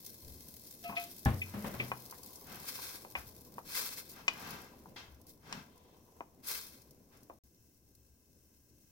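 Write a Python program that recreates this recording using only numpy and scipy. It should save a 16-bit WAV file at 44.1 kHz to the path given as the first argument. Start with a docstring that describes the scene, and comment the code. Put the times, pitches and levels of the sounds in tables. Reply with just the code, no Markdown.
"""Vegetable soup in a metal pot

Vegetable soup simmers: a low bubbling under a fine crackling fizz, both made of noise shaped in pitch and level.
Something squeaks and thumps (wavering tones, dying rings) as a wooden spatula is picked up. Then it stirs:
it scrapes (uneven noise), knocks on the pot (ringing modes) and washes soup up the hot wall, where it
sizzles (clumps of tiny bursts). After a short silence the pot simmers on, muffled, under a glass lid.
A faint steady background hiss is louder after the lid goes on.
"""
import sys
import numpy as np
from scipy import signal
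from scipy.fft import rfft, irfft, next_fast_len
from scipy.io import wavfile

SR = 44100
rng = np.random.default_rng(int(sys.argv[2]) if len(sys.argv) > 2 else 0)


def digitize_waveform(pressure):
    """Quantize a signal to 16-bit integers and store it at the path in sys.argv[1].

    Rows of a 2-D input are taken as channels; values are limited to [-1, 1].
    """
    field = np.atleast_2d(pressure).T
    bounded = np.clip(field, -1, 1)
    quanta = np.round(bounded * 32767).astype(np.int16)
    wavfile.write(sys.argv[1], SR, quanta)


N = 392926
TIME = np.arange(N) / SR

# All levels are relative: the functions below still balance the sounds. "t60" is the time to fade by 60 dB.

# Wood knocks on the pot:
# (time [s], strength [dB], contact low-pass [Hz], ring t60 at 1 kHz [s], damping of the wall's modes [dB])
KNOCKS = [(.896, -29, 1140, 0.044, 12), (0.923, -38, 1130, 0.15, 6), (1.917, -25, 1260, 0.04, 3.5),
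          (2.125, -39.5, 1780, 0.041, 22), (2.643, -40, 1100, 0.022, 17), (2.79, -35, 1100, 0.026, 16),
          (3.049, -34, 960, 0.027, 7), (3.1526, -30.5, 1920, 0.067, 4), (3.582, -27.5, 1060, 0.029, 12),
          (4.2808, -29.5, 6200, 0.047, 1.5), (4.858, -35.5, 970, 0.015, 17), (5.5262, -33, 6260, 0.028, 18),
          (6.2065, -25, 920, 0.025, 5.5), (7.2981, -30.5, 805, 0.04, 11)]
# Ringing modes of the filled pot: (frequency [Hz], level [dB])
POT_MODES = [(430, -27), (530, -17), (790, -18.5), (970, -7.5), (1075, -5), (1300, -17), (1650, -36),
             (2100, 2.5), (2420, 13.5), (2870, 8.5), (3470, -0.5), (4200, -13.5), (4920, -7.5),
             (5590, -0.5), (6750, 0), (8200, 2)]
# The spatula is handled:
# (time [s], worktop ring [dB], groan [dB], groan t60 [s], clatter [dB], clatter t60 [s])
BUMPS = [(.89, -63.5, -47, 0.4, -51, 0.21), (1.258, -21.5, -34, 0.49, -33.5, 0.32),
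         (1.539, -45.5, -43.5, 0.55, -46, 0.58), (1.644, -59, -43.5, 0.53, -41.5, 0.4),
         (1.742, -47.5, -69.5, 0.2, -46, .15), (1.796, -53.5, -49.5, 1, -45.5, 0.39)]
# Ringing modes of the worktop: (frequency [Hz], level [dB], t60 [s])
WORKTOP_MODES = [(67.7, -1.5, 0.22), (93.5, -10.5, 0.8), (122.8, -3.5, 0.28), (178, -7, 0.16),
                 (223, -10, 0.27), (266, -3.5, 0.12), (537, -20.5, 0.032), (805, -6.5, 0.12),
                 (1076, -15.5, 0.19), (1715, -8, 0.11)]
# Wood slips on a hard rim and squeaks: (time [s], level [dB], attack [s], t60 [s], brightness [dB per octave])
SQUEAKS = [(.836, -43, .023, 0.39, -0.5), (.956, -39, .026, 0.22, -1)]
# What a squeak rings with: (frequency [Hz], level [dB])
SQUEAK_MODES = [(692, 0.5), (1295, -12), (2020, -16), (2560, -4), (3200, -18), (4150, -22)]
# Light clinks against the rim: (time [s], level [dB])
CLINKS = [(0.967, -36), (1.416, -38), (1.798, -35.5)]
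# What a clink rings with: (frequency [Hz], level [dB])
CLINK_MODES = [(2020, -5.5), (2350, 2), (2580, 3.5), (3090, -11.5), (3380, -12.5)]
# The spatula judders along the pot with a low tone: (time [s], level [dB], pitch [Hz], attack [s], t60 [s])
JUDDERS = [(1.55, -42, 208, .03, 0.64), (1.76, -44.5, 125, .05, .7)]
# The largest droplets spit on hot metal: (time [s], level [dB])
SPITS = [(0.0632, -34.5), (0.7083, -41), (1.2504, -28.5), (2.11, -35.5), (2.2323, -37.5), (2.357, -37.5),
         (4.0974, -42), (4.5066, -33), (6.473, -33), (5.2144, -50), (5.2677, -47.5), (5.778, -52),
         (6.818, -49), (6.9087, -47), (7.1726, -52.5), (7.232, -52), (7.951, -50.5)]
# Spatula strokes through the pot: (start [s], attack [s], hold [s], release t60 [s],
# rubbing [dB], groan of the pot [dB], fizz on the bared metal [dB])
STROKES = [(1.38, 0.11, 0.37, 1.3, -61, -71, -65.5), (2.42, 0.11, 0.033, 0.47, -52.5, -56, -73),
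           (3.15, 0.02, 0.009, 0.31, -53.5, -60, -58.5), (4.09, .11, .005, 0.26, -55.5, -60, -66),
           (4.2, 0.32, 0.018, .64, -48, -51.5, -57), (4.958, 0.006, 0.0036, 0.56, -52.5, -64, -67.5),
           (5.38, 0.19, 0.0077, .36, -51.5, -51, -67.5), (7.1, 0.039, .01, 0.37, -65.5, -90, -90)]
# The blade's edge grates on the pot: (start [s], attack [s], hold [s], release t60 [s], level [dB])
GRATES = [(.83, 0.012, .003, 0.14, -54), (.945, 0.022, .003, 0.49, -50), (1.78, .012, 0.043, 0.18, -56),
          (4.958, 0.0077, .003, 0.36, -49.5), (5.68, 0.021, 0.25, 0.52, -75.5)]
# Soup washes up the hot wall: (start [s], attack [s], hold [s], release t60 [s], level [dB])
WAVES = [(2.53, 0.27, .07, 0.59, -49), (3.62, 0.17, 0.027, 0.67, -42), (3.96, 0.027, .005, 0.14, -54.5),
         (6.41, 0.12, 0.022, 0.57, -45.5)]
# The fizz flares up: (start [s], attack [s], hold [s], release t60 [s], level [dB])
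FLARES = [(.95, 0.086, .01, 0.64, -53), (4.088, 0.005, .025, 0.16, -54), (5.257, 0.026, 0.017, 0.18, -60),
          (6.455, 0.028, .012, 0.61, -44.5)]
# The stirred soup sloshes: (start [s], attack [s], hold [s], release t60 [s], level [dB])
SLOSHES = [(1.85, 0.19, 0.2, 2.2, -62), (2.55, 0.37, 0.31, 5.6, -66.5), (4.2, 0.22, 0.018, 4.2, -63),
           (5.5, 0.24, 0.5, 1.2, -70.5), (6.6, 0.24, .05, 0.77, -76)]
# Soft deep swells in the rumble: (start [s], level [dB])
HEAVES = [(.2, -53.5), (3.14, -57), (5.04, -62), (7.8, -71)]

# Colours give each noise its balance of low and high, each as (frequency [Hz], relative level [dB]).
# Bubbles churning in the soup: (frequency [Hz], relative level [dB])
CHURN_COLOUR = [(25, -13.5), (60, -21.5), (110, -6), (240, -2.5), (420, -9), (650, -14.5), (1000, -40.5),
                (1400, -30.5), (2000, -31.5), (4000, -40), (9000, -52.5)]
# Soup sloshing at its surface: (frequency [Hz], relative level [dB])
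SLOSH_COLOUR = [(200, -13), (500, 6), (620, -5), (780, 1.5), (880, -3), (1020, 4), (1250, -11),
                (2100, -23.5), (3000, -20), (8000, -34.5)]
# Rumble of the stove: (frequency [Hz], relative level [dB])
RUMBLE_COLOUR = [(20, -7.5), (45, -17), (70, 5.5), (95, -5.5), (120, -2), (150, -19), (400, -24),
                 (700, -29), (1500, -43), (16000, -60)]
# Fizz at the rim: (frequency [Hz], relative level [dB])
FIZZ_COLOUR = [(500, -39), (1500, -15.5), (2400, -11), (2900, -14), (3400, -7), (4500, -3.5), (5700, -2.5),
               (7200, -7.5), (9500, -4.5), (12500, 1.5), (16000, -0.5)]
# Faint steady background hiss: (frequency [Hz], relative level [dB])
HISS_COLOUR = [(700, -13), (1100, -9.5), (1650, -3.5), (2300, -9.5), (2900, -0.5), (3300, -9), (4700, -10),
               (5700, 3.5), (7000, -2), (9500, -4), (12500, -5.5), (16000, 5)]
# Spitting droplets: (frequency [Hz], relative level [dB])
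SPIT_COLOUR = [(1000, -34), (3300, -20), (4500, -6.5), (5700, -4), (7500, -10.5), (10000, -4.5),
               (13000, -3.5), (16000, -4.5)]
# Soup on the hot wall: (frequency [Hz], relative level [dB])
SIZZLE_COLOUR = [(240, -29.5), (400, -5.5), (520, -10), (800, -8.5), (1070, -5), (1600, -4.5), (2100, -6),
                 (2400, -0.5), (2900, -9.5), (3300, -4.5), (4400, -1.5), (5700, -2.5), (7000, -7.5),
                 (14000, -2.5), (16000, -3.5)]
# Blade rubbing on the pot: (frequency [Hz], relative level [dB])
RUB_COLOUR = [(200, -2.5), (450, -7), (750, 5.5), (1100, 2.5), (1500, 2), (2100, -1.5), (2600, -1.5),
              (3200, -4), (4200, -7), (5600, -6.5), (7200, -14.5), (15000, -40)]
# Blade edge grating: (frequency [Hz], relative level [dB])
GRATE_COLOUR = [(800, -14.5), (1900, -2), (2400, -3.5), (3200, 2), (4400, -4), (6000, -9.5), (7500, -19),
                (15000, -49.5)]
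# Groaning pot: (frequency [Hz], relative level [dB])
GROAN_COLOUR = [(50, -31.5), (120, -4.5), (210, 0), (300, -9.5), (500, -16), (1000, -40)]
# Clattering wood: (frequency [Hz], relative level [dB])
CLATTER_COLOUR = [(200, -3), (560, 3), (780, -0.5), (900, -2), (1030, -1), (1450, -5), (1680, -7),
                  (1900, -5.5), (2800, -12.5), (3800, -17.5), (9000, -54.5)]
# How alike diffuse noise is on the left and right: (frequency [Hz], likeness from 0 to 1)
LIKENESS = [(60, 1), (130, 0.91), (290, 0.91), (640, 0.56), (1400, 0), (3000, 0.1), (16000, 0)]

# The boil at full heat: bubbles in the soup, its surface, the fizz at the rim, the stove's rumble
CHURN_DB, SLOSH_DB, FIZZ_DB, RUMBLE_DB = -61.0, -71.5, -58.5, -69
# Stirring cools the pot: the fizz sinks steadily, the bubbling drops in one step
FIZZ_COOLS_FROM_S, FIZZ_COOLS_TO_S, FIZZ_COOLING_DB = 2.58, 5.9, 22.2
CHURN_DROP_S, CHURN_DROP_DB = 5.01, 4.4
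FIZZ_RECOVERS_S, FIZZ_RECOVERY_DB_PER_S = 5.5, 1.5   # the wall heats up again
HEAVE_ATTACK_S, HEAVE_HOLD_S, HEAVE_T60_S = 0.049, 0.014, 1
LID_ON_S, LID_MUFFLE_HZ = 7.41, 550
LID_CHURN_LOSS_DB, LID_SLOSH_LOSS_DB, LID_FIZZ_LOSS_DB, LID_RUMBLE_LOSS_DB = 6.2, 10.5, 0.5, 1.5
HISS_DB, HISS_WAVER_DB, HISS_WAVERS_PER_S = -74, 1.9, 5.5
OPEN_HISS_LOSS_DB = 5   # the background hiss is fainter before the lid goes on
SPIT_T60_S = 0.029
CLINK_ATTACK_S, CLINK_T60_S = .003, .075
ATTACK_CURVE = 2.22   # above 1, a swell eases in
PITCH_WANDER = 0.0252   # share of the pitch, at 1 kHz
WALL_LOWEST_HZ, WALL_HIGHEST_HZ = 2000, 3600   # the pot modes that belong to its wall
POT_ROUND_TRIP_S = .0019   # across the pot and back
LEFT_LEAD_S = 0.0002
SILENCE_FROM_S, SILENCE_TO_S = 7.387, 7.436
CUTOFF_HZ = 15900


def from_db(db):
    """Turns decibels into a gain."""
    return 10 ** (np.asarray(db) / 20)


def rms_one(x):
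    """Scales a signal to an average (rms) strength of 1."""
    return x / np.sqrt(np.mean(x ** 2) + 1e-20)


def at_hz(points, hz):
    """Reads a table at any frequency, with straight lines between its points on a log frequency scale."""
    points = np.array(points)
    return np.interp(np.log(hz + 1), np.log(points[:, 0]), points[:, 1])


def fade(t, t60):
    """Exponential decay that starts at t = 0."""
    return (t >= 0) * np.exp(-np.log(1000) * np.clip(t / t60, 0, 10))


def drift(rate, size=N):
    """Random wandering with spread 1, through `rate` chance points a second."""
    knots = rng.standard_normal(int(size / SR * rate) + 2)
    return rms_one(np.interp(TIME[:size] * rate, np.arange(len(knots)), knots))


def low_pass(x, hz, order=2):
    """Dulls a sound above the given frequency."""
    return signal.sosfilt(signal.butter(order, min(hz, SR / 2 - 1), fs=SR, output="sos"), x)


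def colour(x, spectrum, size=4096):
    """Filters with the given spectrum, without sounding ahead of time (minimum phase); rms 1."""
    gain = from_db(at_hz(spectrum, np.fft.rfftfreq(size, 1 / SR)))
    cepstrum = irfft(np.log(gain))
    cepstrum[1:size // 2] *= 2
    cepstrum[size // 2 + 1:] = 0
    response = irfft(np.exp(rfft(cepstrum)))
    return rms_one(signal.oaconvolve(x, response[None], axes=1)[:, :N])


def diffuse(size=N):
    """Stereo noise from all sides: alike in the bass, unrelated in the treble."""
    padded = next_fast_len(size, True)
    mid, side = rfft(rng.standard_normal((2, padded)))
    alike = np.clip(at_hz(LIKENESS, np.fft.rfftfreq(padded, 1 / SR)), -1, 1)
    shared = np.sqrt((1 + alike) / 2) * mid
    opposed = np.sqrt((1 - alike) / 2) * side * [[1], [-1]]
    return irfft(shared + opposed, padded)[:, :size]


def from_left(x):
    """A direct sound from the left reaches the right channel a little later."""
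    t = TIME[:len(x)]
    return np.array([x, np.interp(t - LEFT_LEAD_S, t, x, left=0)])


def echoes(x, t60, wet_db):
    """Adds a dense tail of reflections."""
    tail = diffuse(size=SR // 2) * fade(TIME[:SR // 2], t60)
    tail /= np.sqrt(np.sum(tail ** 2) / 2)
    return x + from_db(wet_db) * signal.oaconvolve(np.broadcast_to(x, (2, N)), tail, axes=1)[:, :N]


def pot_air(x, feedback):
    """Sound bounces three times between the pot's walls and takes on a hollow colour."""
    lag = int(POT_ROUND_TRIP_S * SR)
    out, bounce = x.copy(), x
    for _ in range(3):
        delayed = np.pad(bounce, ((0, 0), (lag, 0)))[:, :N]
        bounce = feedback * low_pass(delayed, 4500, order=1)
        out += bounce
    return out


def pulses(rows):
    """Loudness curve of sudden rises that die away within half a second; rows are (time s, dB, t60 s)."""
    out = np.zeros(N + SR)
    for s, db, t60 in rows:
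        at = int(s * SR)
        out[at:at + SR // 2] += from_db(db) * fade(TIME[:SR // 2], t60)
    return out[:N]


def swells(rows, axis=4):
    """Sums attack-hold-release curves of up to 2 s; rows begin (start, attack, hold, t60), axis picks the dB."""
    out, t = np.zeros(N + 2 * SR), TIME[:2 * SR]
    for row in rows:
        start, attack, hold, t60 = row[:4]
        at = int(start * SR)
        rise = np.sin(np.pi / 2 * np.minimum(t / attack, 1)) ** ATTACK_CURVE
        release = fade(np.maximum(t - attack - hold, 0), t60)
        out[at:at + len(t)] += from_db(row[axis]) * rise * release
    return out[:N]


def together(*gains):
    """Unrelated sounds add in power."""
    return np.sqrt(sum(gain ** 2 for gain in gains))


def under_lid(loss_db):
    """Gain that steps down when the lid goes on."""
    return np.where(TIME < LID_ON_S, 1, from_db(-loss_db))


def crackle(per_s, spread_db, clump_db, t60):
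    """Tiny bursts come in clumps, each with its own size, delay to the right channel and brief rattle."""
    chance = per_s * from_db(clump_db * drift(45)) / SR
    at = np.flatnonzero(rng.random(N) < chance)
    sizes = from_db(spread_db * np.minimum(rng.exponential(1, N), 5))[at]
    sizes *= rng.choice([-1, 1], N)[at]
    right_delay = rng.integers(-12, 16, N)[at]   # in samples; below 0 the right comes first
    clicks = np.zeros((2, N))
    clicks[0, at] = sizes
    clicks[1, np.clip(at + right_delay, 0, N - 1)] = sizes
    # each click leaves energy that falls by 60 dB in t60
    energy = signal.lfilter([1], [1, -from_db(-120 / (t60 * SR))], clicks[0] ** 2 + 1e-18)
    rattle = np.sqrt(energy) * rng.standard_normal((2, N))
    return rms_one(0.88 * rms_one(clicks) + rms_one(rattle))


def slip_tones(rows):
    """Tones swell and die, the higher ones wandering more; rows are (time s, dB, Hz, attack s, t60 s)."""
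    out, t = np.zeros(N), TIME[:SR // 2]
    for s, db, hz, attack, t60 in rows:
        wander = PITCH_WANDER * np.sqrt(hz / 1000) * drift(900, size=len(t))
        tone = np.sqrt(2) * np.sin(2 * np.pi * np.cumsum(hz * (1 + wander)) / SR)
        envelope = np.minimum(t / attack, 1) * fade(np.maximum(t - attack, 0), t60)
        at = int(s * SR)
        out[at:at + len(t)] += from_db(db) * tone * envelope
    return out


def simmer():
    """Bubbles churn and the surface sloshes, quieter under the lid; the stove rumbles below."""
    vigour = from_db(-CHURN_DROP_DB * (TIME > CHURN_DROP_S))
    churn = colour(diffuse() * from_db(2.0 * drift(35)), CHURN_COLOUR)
    churn = np.where(TIME < LID_ON_S, churn, low_pass(churn, LID_MUFFLE_HZ))
    churn *= from_db(CHURN_DB) * vigour * under_lid(LID_CHURN_LOSS_DB)

    slosh = colour(diffuse() * from_db(2.25 * drift(70)), SLOSH_COLOUR)
    slosh *= together(from_db(SLOSH_DB) * vigour, swells(SLOSHES)) * under_lid(LID_SLOSH_LOSS_DB)

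    rumble = colour(diffuse(), RUMBLE_COLOUR) * from_db([[1.5], [-1.5]])   # stronger on the left
    heaves = swells([(s, HEAVE_ATTACK_S, HEAVE_HOLD_S, HEAVE_T60_S, db) for s, db in HEAVES])
    rumble *= together(from_db(RUMBLE_DB) * under_lid(LID_RUMBLE_LOSS_DB), heaves)
    return churn + slosh + rumble


def fizz():
    """Fine bursts follow the wall's heat and droplets spit, over a faint hiss, louder after the lid goes on."""
    is_open = TIME < LID_ON_S
    cooled_db = np.interp(TIME, [FIZZ_COOLS_FROM_S, FIZZ_COOLS_TO_S], [0, FIZZ_COOLING_DB])
    reheated_db = FIZZ_RECOVERY_DB_PER_S * np.maximum(TIME - FIZZ_RECOVERS_S, 0)
    # under the lid a fixed loss takes the place of the reheating
    heat_db = FIZZ_DB - cooled_db + np.where(is_open, reheated_db, -LID_FIZZ_LOSS_DB)

    grains = crackle(per_s=1300, spread_db=4.5, clump_db=3.5, t60=0.024)
    noise = diffuse()
    bed = colour(0.86 * grains + 0.46 * noise, FIZZ_COLOUR)
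    bed *= together(from_db(heat_db), swells(FLARES), swells(STROKES, axis=6))

    hiss_db = HISS_DB - OPEN_HISS_LOSS_DB * is_open + HISS_WAVER_DB * drift(HISS_WAVERS_PER_S)
    hiss = colour(noise + 0.23 * grains, HISS_COLOUR) * from_db(hiss_db)

    spits = pulses([(s, db, SPIT_T60_S) for s, db in SPITS])
    spits = spits * colour(rng.standard_normal((2, N)), SPIT_COLOUR)
    return from_db(4.5) * (bed + hiss) + from_db(-4.5) * spits


def sizzle():
    """A wave of soup flashes to steam on the hot wall, in sputtering clumps."""
    grains = crackle(per_s=3000, spread_db=2.5, clump_db=5.5, t60=0.0084)
    steam = 0.39 * from_left(rng.standard_normal(N)) + 0.28 * rng.standard_normal((2, N))
    return from_db(6) * swells(WAVES) * colour(grains + steam, SIZZLE_COLOUR)


def bumps():
    """Heavy, dull contacts: the worktop rings, the pot groans, the wood clatters."""
    s, ring_db, groan_db, groan_t60, clatter_db, clatter_t60 = np.transpose(BUMPS)
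    blows, ring, t = np.zeros(N), 0, TIME[:SR // 2]
    blows[(s * SR).astype(int)] = from_db(ring_db)
    for k, (hz, db, t60) in enumerate(WORKTOP_MODES):
        sign = (-1) ** k
        ring = ring + sign * from_db(db) * np.sin(2 * np.pi * hz * t) * fade(t, t60)
    thud = from_left(signal.oaconvolve(blows, ring)[:N])
    groan = low_pass(pulses(zip(s, groan_db, groan_t60)), 200) * colour(diffuse(), GROAN_COLOUR)
    clatter = pulses(zip(s, clatter_db, clatter_t60)) * colour(diffuse(), CLATTER_COLOUR)
    return thud + groan + clatter


def squeaks():
    """The spatula sticks and slips: squeaks and clinks on the rim, a low judder along the pot."""
    lowest_hz = SQUEAK_MODES[0][0]
    squeak = [(s, db + mode_db + tilt_db * np.log2(hz / lowest_hz), hz, attack, t60)
              for s, db, attack, t60, tilt_db in SQUEAKS for hz, mode_db in SQUEAK_MODES]
    clink = [(s, db + mode_db, hz, CLINK_ATTACK_S, CLINK_T60_S)
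             for s, db in CLINKS for hz, mode_db in CLINK_MODES]
    return from_left(slip_tones(squeak + clink + JUDDERS))


def knocks():
    """Each knock rings the pot's modes and scatters inside it; soup between wood and metal dulls the contact."""
    out, t = np.zeros((2, N)), TIME[:SR // 4]
    hz, mode_db = np.transpose(POT_MODES)[:, :, None]
    ring_share = np.minimum(hz / 1000, 1000 / hz) ** .3   # modes far from 1 kHz die sooner
    no_bass = signal.butter(2, 330, "high", fs=SR, output="sos")   # the soup damps the deep modes
    scatter = colour(diffuse(), RUB_COLOUR) + colour(diffuse(), GRATE_COLOUR)
    of_wall = (hz > WALL_LOWEST_HZ) & (hz < WALL_HIGHEST_HZ)
    # every knock excites each mode a little differently
    chance = rng.standard_normal((len(KNOCKS), 3, len(POT_MODES), 1))
    for (s, db, contact_hz, t60, damping_db), (strength_db, detune, phase) in zip(KNOCKS, chance):
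        mode_gain = from_db(mode_db + strength_db - damping_db * of_wall)
        mode_hz = hz * (1 + .012 * detune)
        modes = mode_gain * np.cos(2 * np.pi * mode_hz * t + phase * hz / 4000)
        ring = np.sum(modes * fade(t, t60 * ring_share), axis=0)
        direct = from_left(low_pass(ring, contact_hz, order=3))

        span = slice(int(s * SR), int(s * SR) + len(t))
        tail = low_pass(scatter[:, span], 1.11 * contact_hz, order=4)
        tail = tail * (0.079 * fade(t, t60) + 0.2 * fade(t, 4 * t60))
        out[:, span] += from_db(db) * signal.sosfilt(no_bass, direct + tail)
    return out


def stirring():
    """The blade rubs in uneven slips, grates on its edge and makes the pot groan when it bears down."""
    slips = (diffuse() + 0.26 * from_left(rng.standard_normal(N))) * from_db(0.42 * drift(160))
    rub = colour(slips, RUB_COLOUR) * swells(STROKES)
    grate = colour(diffuse(), GRATE_COLOUR) * swells(GRATES)
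    groan = colour(diffuse(), GROAN_COLOUR) * swells(STROKES, axis=5)
    return pot_air(rub + grate, feedback=0.28) + groan


def scene():
    """The pot stands a little to the left, in a small kitchen; rim and hob reflect its sounds closely."""
    spatula = echoes(knocks() + squeaks() + bumps(), t60=.28, wet_db=-15)
    pot = pot_air(fizz(), feedback=0.45) + pot_air(sizzle(), feedback=0.3561) + stirring()
    pot = echoes(pot, t60=0.057, wet_db=-8.5)
    # left and right gains in dB
    soup = simmer() * from_db([[.5], [-.5]])
    return soup + pot * from_db([[1.6], [-1.6]]) + spatula * from_db([[1.3], [-1.3]])


def record(dry):
    """The sound drops out for a moment, with softened edges; the highest treble is cut."""
    sounding = (TIME < SILENCE_FROM_S) | (TIME > SILENCE_TO_S)
    live = low_pass(sounding.astype(float), 300)
    treble_cut = signal.ellip(12, .1, 80, CUTOFF_HZ, fs=SR, output="sos")
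    return signal.sosfilt(treble_cut, dry * live)


dry = scene()
out = record(dry)
digitize_waveform(out)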